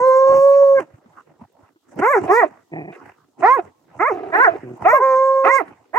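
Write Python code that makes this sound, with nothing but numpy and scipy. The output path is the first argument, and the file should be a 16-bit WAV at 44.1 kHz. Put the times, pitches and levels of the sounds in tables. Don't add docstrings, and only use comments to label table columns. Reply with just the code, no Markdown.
import sys
import numpy as np
from scipy import signal
from scipy.fft import rfft, irfft, next_fast_len
from scipy.io import wavfile
from scipy.ndimage import uniform_filter1d, minimum_filter1d, map_coordinates

SR = 44100
rng = np.random.default_rng(int(sys.argv[2]) if len(sys.argv) > 2 else 0)


def waveform_to_disk(signal):
    frames = np.transpose(np.atleast_2d(signal))
    scaled = np.clip(frames, -1, 1) * 32767
    samples = np.round(scaled).astype(np.int16)
    wavfile.write(sys.argv[1], SR, samples)


def volts_from_db(level):
    exponent = np.asarray(level, float) / 20
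    return 10 ** exponent


N = 263718
T = np.arange(N) / SR

# (frequency [Hz], level [dB])
AIR = [(2000, -26), (3000, 0.5), (4500, -3.5), (6300, -3), (8000, -0.5), (10000, -13.5), (16000, -6)]
AIR_DB = -76
# (frequency [Hz], correlation [-1 to 1])
LIKENESS = [(60, 0.93), (150, 1), (390, 0.3), (1010, 0.72), (2600, 0.1)]
PORT_HZ = 2800

# (delay [s], level [dB])
ECHOES = [(.0027, -8), (.0046, -11), (.0095, -14), (.019, -20)]
TREES_T60_S, TREES_DB, TREES_CUT_HZ = 0.72, -34, 9000
NEAR_T60_S, NEAR_DB = .16, 14
CEILING, LIMIT_S = .92, .012

# (frequency [Hz], level [dB per Hz])
GROUND = [(30, -19), (70, -4.5), (115, 11), (235, 1.5), (330, -0.5), (500, -6), (800, -5), (1200, -7.5),
          (2000, -13), (2700, -20.5), (3300, -46), (6500, -28), (10000, -43.5), (16000, -52.5)]
# (time [s], level [dB])
SCUFFLE = [(0, -66), (.2, -70), (.75, -61.5), (.9, -58.5), (1.25, -65.5), (1.85, -74), (2.3, -47),
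           (2.7, -62), (3.12, -67.5), (3.3, -77), (3.65, -66), (3.82, -84), (3.97, -88), (4.5, -50),
           (5.1, -64), (5.68, -58.5), (5.85, -69), (5.98, -56.5)]
# (middle [s], length [s], level [dB], brightness [dB])
PANTS = [(.01, 0.034, -43, -3.5), (0.327, 0.15, -44, -1.5), (0.803, 0.046, -46, 5.5),
         (1.07, 0.103, -74, -5), (1.297, 0.07, -60, -3), (1.192, 0.072, -57, 9), (1.427, 0.054, -52, -7),
         (1.639, .15, -61, 5), (1.92, 0.12, -57, 2), (2.005, 0.046, -35, 0), (2.279, 0.14, -33, -1.5),
         (2.802, .16, -50.5, -4), (2.951, 0.075, -56, 14.5), (3.035, 0.13, -58, 4),
         (3.409, 0.051, -43.5, -3), (3.65, 0.1, -47, -3.5), (4.257, 0.6, -44, -3), (4.55, 0.14, -45, -6),
         (4.682, 0.26, -53, 5), (4.841, 0.059, -30.5, -3.5), (5.694, 0.12, -54.5, -0.5)]
PANT_EDGE_DB = -9
RUMBLE_DB, PANT_DB, LEAVES_DB = 5, 17.5, 12.5
# (time [s], peak level [dB])
TWIGS = [
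    (1.1292, -62),
    (1.5263, -55),
    (1.958, -46.5),
    (4.7727, -51.5),
]
# (time [s], peak level [dB], soil pitch [Hz], grit level [dB])
THUDS = [(0.938, -37, 110, -15), (1.057, -43.5, 226, -11), (1.13, -65, 345, 14), (1.415, -35, 229, -27),
         (1.629, -47, 104, -12), (1.758, -50, 329, -10), (1.959, -33, 171, -22), (2.561, -66, 330, 9),
         (3.391, -33.5, 329, -21), (4.759, -39, 340, -11), (5.678, -45, 180, 5)]

# (start [s], length [s], pulse rate [Hz], level [dB], mouth opening [dB])
GRUNTS = [
    (.04, .06, 106, -50, -4),
    (.28, .1, 135, -38, -8),
    (.75, .09, 130, -44, -3),
    (2.712, .19, 167, -34, 1),
    (4.625, .12, 128, -32, -16),
]
# (frequency [Hz], width [Hz], level [dB])
GRUNT_BODY = [(140, 110, 0), (335, 150, 3), (710, 220, -3), (1900, 260, -10), (2430, 240, -12)]
# (time [s], level [dB])
GRUNT_HEAVES = [(2.722, -6), (2.735, 3), (2.762, 5), (2.79, 3), (2.812, 1), (2.85, 1.5), (2.866, -7),
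                (2.885, 3), (4.65, 2)]
HEAVE_S = .007
GRUNT_ATTACK_S, GRUNT_RELEASE_S, GRUNT_SAG_DB, GRUNT_SAG_SHARE = 0.0083, 0.033, -4, .06

# (start [s], length [s], level [dB], brightness [dB])
RASPS = [(1.992, .035, -34, 0), (2.2, .08, -32, -8), (2.272, .04, -27, 3), (2.43, .04, -31, 3),
         (2.915, .04, -43, 17), (2.97, .07, -55, 10), (3.398, .05, -33, 1), (3.56, .04, -30, 4),
         (4.13, .18, -30, -3), (4.32, .08, -24, 5), (4.45, .11, -31, 2), (4.835, .04, -28, 6),
         (5.44, .055, -28, 14), (5.6, .04, -36, 0)]
# (frequency [Hz], width [Hz], level [dB])
RASP_THROAT = [(390, 150, 0), (700, 140, -3), (1180, 200, -11), (1500, 200, -19), (2020, 220, -18),
               (2480, 220, -22), (3380, 300, -42)]
RASP_PULSES_PER_S, RASP_ATTACK_S, RASP_RELEASE_S = 420, .012, .03
# (frequency [Hz], level [dB per Hz])
HOARSE = [(150, -47.5), (300, -16.5), (620, 0), (1050, 2), (1400, -3.5), (2000, -9), (2600, -13),
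          (3050, -41.5), (3400, -77.5)]
# (frequency [Hz], level [dB per Hz])
HISS = [(3000, -63.5), (3500, -8), (4300, -9.5), (5400, -3), (6600, 1.5), (8200, -5.5), (9500, -12.5),
        (12500, -6), (15700, -10)]
CLUMP_DB = 5.5

# (time [s], pitch [Hz], level [dB], mouth opening [dB])
BAYS = [
    [(0.0, 485.4, -24, 4.5), (.042, 520.8, -12.5, -4.5), (.114, 520.9, -12, -4.5),
     (.442, 552.6, -10.5, -10), (.61, 556.3, -9.5, -16.5), (.734, 547.3, -10, -16),
     (.76, 548.8, -11.5, -26), (.79, 531, -14.5, -6), (.812, 529, -40, -10.5)],
    [(5.0, 492.1, -31.5, 10.5), (5.03, 530.2, -17, 3), (5.128, 522.6, -15, -2), (5.172, 527, -16, -1),
     (5.406, 535, -17.5, -1), (5.49, 539.5, -20.5, 4), (5.57, 536.7, -21.5, -6.5)],
]
# (frequency [Hz], level [dB])
BAY_THROAT = [(1400, -2), (1620, 0), (2120, -10), (2400, -18), (2650, -36), (3100, -42), (3600, -60)]
# (frequency [Hz], level [dB])
BAY_TOP = [(3000, -26), (3700, -1), (4300, 7), (4800, -0.5), (5400, 2), (6500, 10), (8000, -11.5),
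           (8800, -9.5), (10000, -35.5)]
# (left minus right [dB], left lead [samples])
BAY_SPOTS = [(-3.2, 6.5), (-3.2, 3.5)]
# (from [s], to [s], level [dB])
HALVED = [
    (0.79, 0.806, -31),
    (5.018, 5.149, -35),
]
CLOSING_DB = [32.5, 4]
CLOSING_S = 0.071
BAY_UPPER_DB, BAY_DULLS_DB_PER_S, BAY_TOP_DB, BAY_TOP_DB_PER_S = -17, -22.5, -37, -14.5
BAY_BREATH_HZ, BAY_BREATH_WIDTH_HZ, BAY_BREATH_DB = 915, 130, -35

# (start [s], crest [s], end [s], crest pitch [Hz], level [dB])
BARKS = [(2.003, 2.115, 2.188, 595, -11.5), (2.278, 2.392, 2.445, 495, -13), (3.418, 3.55, 3.595, 550, -14),
         (3.988, 4.087, 4.125, 622, -16.5), (4.315, 4.439, 4.488, 562, -13.5),
         (4.842, 4.97, 4.99, 545, -14.5), (5.435, 5.565, 5.62, 545, -19), (5.93, 6.0, 6.05, 580, -20),
         (4.925, 4.935, 5.01, 622, -12), (2.19, 2.2, 2.27, 400, -41), (4.12, 4.13, 4.19, 375, -31),
         (4.49, 4.5, 4.54, 330, -33), (.79, .792, .83, 440, -29.5)]
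# (slack pitch at start [Hz], slack pitch at end [Hz], roundness of the arc [1 straight, 2
# round], mouth opening [dB], level at the start against the crest [dB])
BARK_VOICES = [(291, 350, 1.1, -5.5, -3), (306, 310, 1.4, -6, 1), (281, 350, 1.9, 5, 1.5),
               (290, 370, 0.96, 0.5, -2), (295, 330, .9, 6.5, -12), (290, 490, 1.7, 5, 1),
               (248.8, 300, 2.4, 5.5, 1), (271, 300, 1.4, 3.5, 1), (586, 400, 1.6, -10, -1),
               (351, 350, 1, -11, -1), (377, 345, 0.74, 0, -3.5), (340, 320, 0.99, 7.5, -1.5),
               (394, 300, 1.1, -8.5, -3)]
# (attack [s], loss over the fall [dB], upper partials [dB], top hiss [dB],
# change of mouth opening over the fall [dB])
BARK_EFFORT = [(0.033, -3, 1, -2, -4), (0.04, -1.5, -0.5, -2, 13), (0.02, -6, -5.5, -6, -16.5),
               (0.018, -1.5, -0.5, -6, -14), (0.028, -5, 2, -1, 1), (0.02, -8.5, 0, -2.5, -2),
               (0.024, -4.5, 4, 2, -12.5), (.03, -1, -2, -1, -1), (0.01, -12, -7, -8, 1.5),
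               (0.014, 1, -10.5, -2.5, -2.5), (0.012, -9, -9, 0.5, 2.5), (0.018, -7, -9.5, 2.5, 4),
               (0.009, -3, -1.5, -1.5, 6)]
HOARSE_DB = [-16, -18, -16, -14, -5, -9, -8, -8, -20, 10, 13, 10, -14]
# (left minus right [dB], left lead [samples])
BARK_SPOTS = [(-2, 3.5), (-4, 5.5), (-4, -4.5), (-4, 3.5), (-3.5, 9.5), (-1.5, 6), (-7.5, 5), (-7, 6.5),
              (0.5, 6), (-5, 13.5), (-6, 3.), (-4, 12), (-3.5, 6)]
# (low [Hz], middle [Hz], high [Hz], lift [dB])
BARK_HOLLOWS = [(850, 1400, 2050, 8), (690, 1150, 1900, 8), (760, 1300, 1900, 7), (830, 1300, 2120, 10),
                (700, 1500, 1900, 8), (720, 1330, 1900, 7), (760, 1260, 2000, 11), (700, 1000, 1850, 6),
                (620, 1200, 1800, 1), (400, 700, 1200, 1), (390, 690, 1180, 1), (330, 690, 1400, 1),
                (440, 900, 1500, 1)]
HOLLOW_WIDTH_HZ = 120
# (frequency [Hz], level [dB])
BARK_THROAT = [(600, 4), (1070, 8.5), (1450, 1), (1950, 0.5), (2450, -11), (2900, -40), (3600, -88.5)]
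# (frequency [Hz], level [dB])
CHEST = [(250, -3.5), (340, -6), (430, -1), (490, -2.5), (545, -10), (620, 3)]
# (frequency [Hz], level [dB])
MOUTH = [(500, -3.5), (680, -4), (800, -2), (950, 1), (1080, 1), (1250, -2.5)]
UPPER_DB, UPPER_DB_PER_OCT, UPPER_FALL_DB = -4, -4, -13
TOP_DB, TOP_DB_PER_OCT = -33.5, 9
BARK_RELEASE_S, SILENT_DB = 0.026, -28.5
FALL_SHARPNESS = .85
THROAT_SHIFT_DB = 1.3


def rms_one(x):
    return x / np.sqrt(np.mean(x ** 2) + 1e-20)


def at_hz(points, hz):
    point_hz, value = np.array(points).T
    return np.interp(np.log(hz), np.log(point_hz), value)


def band_filter(x, low_hz, high_hz, kind="band"):
    return signal.sosfilt(signal.butter(2, [low_hz, high_hz], kind, fs=SR, output="sos"), x)


def drift(rate, size=N):
    knots = rng.standard_normal(int(N / SR * 400))
    steps = np.arange(0, size + 16, 16)
    curve = map_coordinates(knots, [steps * rate / SR], order=3, mode="wrap")
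    return np.interp(np.arange(size), steps, curve)


def coloured(x, spectrum):
    hz = np.maximum(np.arange(N // 2 + 1) * SR / N, 1)
    return rms_one(irfft(rfft(x) * volts_from_db(at_hz(spectrum, hz)), N))


def resonance(x, hz, width_hz):
    r = np.exp(-np.pi * width_hz / SR)
    poles = [1, -2 * r * np.cos(2 * np.pi * hz / SR), r * r]
    return signal.lfilter(np.array([1, 0, -1]) * (1 - r * r) / 2, poles, x)


def cavity(x, hz, width_hz):
    return resonance(resonance(x, hz, width_hz), hz, width_hz)


def columns(rows, ease_s=0.004):
    s, *controls = np.transpose(rows)
    span = slice(int(s[0] * SR), min(int(s[-1] * SR), N))
    t = T[span]
    fade = np.clip(np.minimum(t - s[0], s[-1] - t) / 0.0034, 0, 1)
    ease = int(ease_s * SR)
    return span, fade, [uniform_filter1d(np.interp(t, s, c), ease, mode="nearest") for c in controls]


def envelope_db(t, start, end, attack_s, release_s):
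    attack = np.clip(1 - (t - start) / attack_s, 0, 1) ** 2
    release = np.clip((t - end) / release_s, 0, 1)
    return SILENT_DB * (attack + release)


def placed(x, balance_db, lead):
    heard, out = np.flatnonzero(x), np.zeros((2, N))
    span = slice(max(heard[0] - 64, 0), min(heard[-1] + 64, N))
    length = span.stop - span.start
    size = next_fast_len(length + 512)
    hz = np.arange(size // 2 + 1) * SR / size
    difference = np.log(volts_from_db(balance_db)) + 2j * np.pi * hz * lead / SR
    half = difference / (2 + 2 * (hz / PORT_HZ) ** 4)
    out[:, span] = irfft(rfft(x[span], size) * np.exp([half, -half]), size)[:, :length]
    return out


def bed(spectrum, level_db, patchy_db, grain_db):
    out, together, edges = 0, drift(9.), np.geomspace(30, 16500, 19)
    white = rng.standard_normal((2, 2, N)) * volts_from_db(grain_db * drift(210.0))
    for k, (low, high) in enumerate(zip(edges, edges[1:])):
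        hz = np.sqrt(low * high)
        if spectrum[0][0] < hz < spectrum[-1][0]:
            mid, side = band_filter(white[k % 2], low, high)
            alike = np.clip(at_hz(LIKENESS, hz), -1, 1)
            flicker_db = patchy_db * (0.8 * together + drift(22.))
            gain = volts_from_db(at_hz(spectrum, hz) + level_db(hz) + flicker_db)
            out = out + gain * (np.sqrt(1 + alike) * mid + np.sqrt(1 - alike) * side * [[1], [-1]])
    return out


def forest_air():
    return bed(AIR, lambda hz: AIR_DB + 6, patchy_db=1.5, grain_db=.7)


def trees(x):
    t = T[:SR // 2]
    decay = volts_from_db(-60 * t / TREES_T60_S) + volts_from_db(NEAR_DB - 60 * t / NEAR_T60_S)
    tail = rng.standard_normal((2, len(t))) * decay * np.clip(t / 0.0037, 0, 1)
    tail = signal.sosfilt(signal.butter(2, TREES_CUT_HZ, fs=SR, output="sos"), tail)
    return signal.fftconvolve(x, tail / np.sqrt(np.sum(tail[0] ** 2)), axes=1)[:, :N]


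def echoes(x):
    out = x.copy()
    for k, (s, db) in enumerate(ECHOES):
        for side in range(2):
            lag = int(s * (1 + 0.089 * side) * SR)
            out[side, lag:] += (-1) ** k * volts_from_db(db) * x[side, :-lag]
    return out


def ground_db(hz):
    if hz < 260:
        offset_db, tilt = RUMBLE_DB, -1
    elif hz < 1150:
        offset_db, tilt = PANT_DB, 0
    else:
        offset_db, tilt = LEAVES_DB, 1
    t = T[::64]
    power = volts_from_db(2 * np.interp(t, *np.transpose(SCUFFLE)))
    for s, length, db, bright_db in PANTS:
        sunk_db = PANT_EDGE_DB * np.minimum(2 * (t - s) / length, 4) ** 2
        power = power + volts_from_db(2 * (db + tilt * bright_db + sunk_db))
    return np.interp(T, t, 10 * np.log10(power)) + offset_db


def ground_noise():
    ground = bed(GROUND, ground_db, patchy_db=5.0, grain_db=3.0) * volts_from_db([[-1.5], [1.5]])
    return band_filter(ground, 2950, 4600, "bandstop")


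def twigs():
    out, t = np.zeros(N), T[:int(.01 * SR)]
    for s, db in TWIGS:
        bright = np.diff(rng.standard_normal(len(t) + 2), 2) / 2
        i = int(s * SR)
        out[i:i + len(t)] += volts_from_db(db - 4.0) * bright * np.exp(-t / .001)
    return out


def thuds():
    out, t = np.zeros(N), T[:int(.12 * SR)]
    for s, db, hz, grit_db in THUDS:
        grit = rms_one(cavity(rng.standard_normal(len(t)), 990, 820))
        grit = grit * np.exp(-t / .012) * np.clip(t / .003, 0, 1)
        push = np.sin(2 * np.pi * hz * t) * (t / .005) * np.exp(1 - t / .005)
        i = int(s * SR)
        out[i:i + len(t)] += volts_from_db(db) * (push + volts_from_db(grit_db) * grit)
    return out


def grunt(start, length, rate_hz, db, open_db):
    t = np.arange(start, start + length + GRUNT_RELEASE_S, .003)
    gone = (t - start) / length
    shape_db = envelope_db(t, start, start + length, GRUNT_ATTACK_S, GRUNT_RELEASE_S)
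    db = db + GRUNT_SAG_DB * gone + shape_db
    return np.transpose([t, rate_hz * (1 - GRUNT_SAG_SHARE * gone), db, open_db + 0 * t])


def grunts():
    chest, mouth = np.zeros((2, N))
    heave_db = sum(db * np.exp(-((T - s) / HEAVE_S) ** 2) for s, db in GRUNT_HEAVES)
    for row in GRUNTS:
        span, fade, (rate_hz, db, open_db) = columns(grunt(*row))
        size, heave = len(db), heave_db[span]
        uneven = 1 + .13 * volts_from_db(open_db) * drift(110., size)
        cycles = np.cumsum(rate_hz * uneven) / SR
        puff = np.diff(np.floor(cycles), prepend=0) + .012 * rng.standard_normal(size)
        chest_db = db + 42.5 + heave + 2.5 * drift(130., size) + drift(35., size)
        chest[span] = puff * fade * volts_from_db(chest_db)
        air = 3 * uniform_filter1d(np.abs(chest[span]), 400) * rng.standard_normal(size)
        mouth[span] = (chest[span] + air) * volts_from_db(open_db - 3 + heave / 2 + 2.5 * drift(90., size))
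    rings = 0
    for k, (hz, width_hz, db) in enumerate(GRUNT_BODY):
        rings = rings + (-1) ** k * volts_from_db(db) * cavity(mouth if k > 1 else chest, hz, width_hz)
    return signal.sosfilt(signal.butter(6, 2600, fs=SR, output="sos"), rings)


def rasps():
    flap_gain = volts_from_db(2.5 * np.minimum(rng.exponential(1, N), 4))
    flaps = (rng.random(N) < RASP_PULSES_PER_S / SR) * flap_gain + .06 * rng.standard_normal(N)
    level, bright = np.zeros((2, N))
    for start, length, db, bright_db in RASPS:
        end = start + length
        span = slice(int(start * SR), int((end + RASP_RELEASE_S) * SR))
        gain = volts_from_db(db + envelope_db(T[span], start, end, RASP_ATTACK_S, RASP_RELEASE_S))
        level[span] += gain
        bright[span] += gain * volts_from_db(bright_db)
    rings = 0
    for k, (hz, width_hz, db) in enumerate(RASP_THROAT):
        ring = rms_one(cavity(flaps, hz, width_hz)) * volts_from_db(db + 2.5 * drift(40.))
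        rings = rings + ring * (bright if k > 2 else level)
    return rings / np.sqrt(2)


def clumped(x):
    out, edges = 0, np.geomspace(140, 16000, 17)
    for k, (low, high) in enumerate(zip(edges, edges[1:])):
        out = out + (-1) ** k * band_filter(x, low, high) * volts_from_db(CLUMP_DB * drift(22.))
    return rms_one(out)


def breath_noise(colour):
    return coloured(clumped(rng.standard_normal(N)), colour) * volts_from_db(drift(60.))


def dog(rows, throat, top_colour, breath, hoarse_db, lines, jitter, shimmer_db, hollow=(1, 1, 1, 0)):
    span, fade, (hz, first_db, second_db, upper_db, top_db, *half_db) = columns(rows, ease_s=.006)
    size = len(hz)
    hz = uniform_filter1d(hz, SR // 180, mode="nearest") * (1 + .0025 * drift(13., size))
    phase = 2 * np.pi * np.cumsum(hz * (1 + jitter * drift(90., size))) / SR

    orders = np.arange(3, 19)[:, None]
    upper, top = volts_from_db(at_hz(throat, orders * hz)), volts_from_db(at_hz(top_colour, orders * hz))
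    upper = upper / np.sqrt(np.sum(upper ** 2, axis=0)) * volts_from_db(upper_db)
    top = top / np.sqrt(np.sum(top ** 2, axis=0)) * volts_from_db(top_db) * np.sqrt(lines)

    *hollow_hz, lift_db = hollow
    gains, tone = [], 0
    for k, gain in enumerate([volts_from_db(first_db), volts_from_db(second_db), *(upper + top)], 1):
        nearness = sum(np.exp(-((k * hz - f) / HOLLOW_WIDTH_HZ) ** 2) for f in hollow_hz)
        gain = gain * volts_from_db(lift_db * (nearness - .4))
        gains.append(gain)
        wobble = volts_from_db(shimmer_db * np.sqrt(k) * drift(35., size))
        tone = tone + gain * wobble * np.sin(k * phase + k * k)
    if half_db:
        halves = [(.5, -20), (1.5, 0), (2.5, -3), (3.5, -7), (4.5, -15)]   # (order, dB)
        tone += volts_from_db(half_db[0]) * sum(volts_from_db(db) * np.sin(k * phase) for k, db in halves)

    slack_db = -17 * np.log2(hz / 500)
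    loudness = np.sqrt(sum(g ** 2 for g in gains))
    rasp = loudness * volts_from_db(min(hoarse_db + 1, -21) + slack_db) * breath[0, span]
    hiss = volts_from_db(top_db) * np.sqrt(1 - lines) * breath[1, span]
    out = np.zeros(N)
    out[span] = fade * (np.sqrt(2) * tone + (1 + .5 * np.sin(phase)) * (rasp + hiss))
    return out


def bay(rows, halved, closing_db):
    s, *controls = np.transpose(rows)
    t = np.arange(s[0], s[-1], .003)
    hz, db, open_db = (np.interp(t, s, c) for c in controls)
    flare_db = closing_db * np.clip((t - s[-1] + CLOSING_S) / .015, 0, 1)
    upper_db = db + open_db + BAY_UPPER_DB + BAY_DULLS_DB_PER_S * (t - s[0]) + flare_db
    top_db = db + BAY_TOP_DB + BAY_TOP_DB_PER_S * (t - s[0])
    half_db = halved[2] + envelope_db(t, halved[0], halved[1], 0.025, .02)
    return np.transpose([t, hz, db, db + open_db, upper_db, top_db, half_db])


def baying(breath):
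    bays = 0
    for rows, halved, closing_db, spot in zip(BAYS, HALVED, CLOSING_DB, BAY_SPOTS):
        calls = bay(rows, halved, closing_db)
        voice = dog(calls, BAY_THROAT, BAY_TOP, breath, -40., lines=.5, jitter=.003, shimmer_db=.9)
        bays = bays + placed(voice, *spot)
    rush = rms_one(cavity(breath[0], BAY_BREATH_HZ, BAY_BREATH_WIDTH_HZ))
    rush_db = BAY_BREATH_DB - 7 * (T > BAYS[1][0][0])
    return bays + volts_from_db(rush_db) * rush * uniform_filter1d(np.abs(bays), SR // 100)


def bark(call, voice, effort):
    start, crest, end, crest_hz, db = call
    from_hz, to_hz, roundness, open_db, start_db = voice
    attack_s, fall_db, upper_db, top_db, closing_db = effort
    t = np.arange(start, end + BARK_RELEASE_S, .003)
    rise = np.clip((crest - t) / max(crest - start, 1e-3), 0, 1)
    fall = np.clip((t - crest) / (end - crest), 0, 1)
    hz = crest_hz - (crest_hz - from_hz) * rise ** roundness
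    hz = hz - (crest_hz - to_hz) * fall ** (FALL_SHARPNESS * roundness)
    octave = np.log2(hz / 500)

    db = db + start_db * rise + fall_db * fall + envelope_db(t, start, end, attack_s, BARK_RELEASE_S)
    at = ((t - start) * SR).astype(int)
    shift = [THROAT_SHIFT_DB * drift(28., int(.3 * SR))[at] for _ in range(4)]
    open_db = open_db + closing_db * np.sqrt(fall)
    first_db = db - open_db / 2 + at_hz(CHEST, hz) + shift[0] / 2
    second_db = db + open_db / 2 + at_hz(MOUTH, 2 * hz) + shift[1] / 2
    upper_db = upper_db + UPPER_DB + UPPER_DB_PER_OCT * octave + UPPER_FALL_DB * fall ** 2
    upper_db = db + open_db / 2 + upper_db + shift[2]
    top_db = db + top_db + TOP_DB + TOP_DB_PER_OCT * octave + shift[3]
    return np.transpose([t, hz, first_db, second_db, upper_db, top_db])


def barking(breath):
    barks = []
    each = zip(BARKS, BARK_VOICES, BARK_EFFORT, HOARSE_DB, BARK_SPOTS, BARK_HOLLOWS)
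    for call, voice, effort, rough_db, spot, hollow in each:
        jitter, shimmer_db = .009 * volts_from_db(rough_db / 3 + 6), 2.3 + rough_db / 14
        rows = bark(call, voice, effort)
        sound = dog(rows, BARK_THROAT, HISS, breath, rough_db, .03, jitter, shimmer_db, hollow)
        barks.append(placed(sound, *spot))
    return barks


def pack():
    breath = np.array([breath_noise(colour) for colour in (HOARSE, HISS)])
    *barks, bay_break = barking(breath)
    return sum(barks) + placed(rasps(), -4.0, 6.0), baying(breath) + bay_break


def scene():
    air, ground = forest_air(), ground_noise()
    low = placed(grunts(), -1.5, 12.0) + placed(thuds() + twigs(), -1.2, 13.0)
    barks, bays = pack()
    ground /= 1 + uniform_filter1d(np.abs(barks[0]), SR // 50) / .04
    voices = volts_from_db(-1.22) * echoes(barks) + bays + volts_from_db(TREES_DB) * trees(barks + bays)
    return voices + low + ground + air


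def low_pass(x):
    return signal.sosfilt(signal.butter(12, 15780, fs=SR, output="sos"), x)


def record(dry):
    span = int(LIMIT_S * SR)
    room = minimum_filter1d(np.minimum(1, CEILING / (np.abs(dry).max(axis=0) + 1e-9)), span)
    held = dry * uniform_filter1d(room, span)
    soft = 2.2 * np.tanh(held / 2.2)
    thin = signal.sosfilt(signal.butter(2, 70, "high", fs=SR, output="sos"), soft)
    return low_pass(thin)


dry = scene()
out = record(dry)
waveform_to_disk(out)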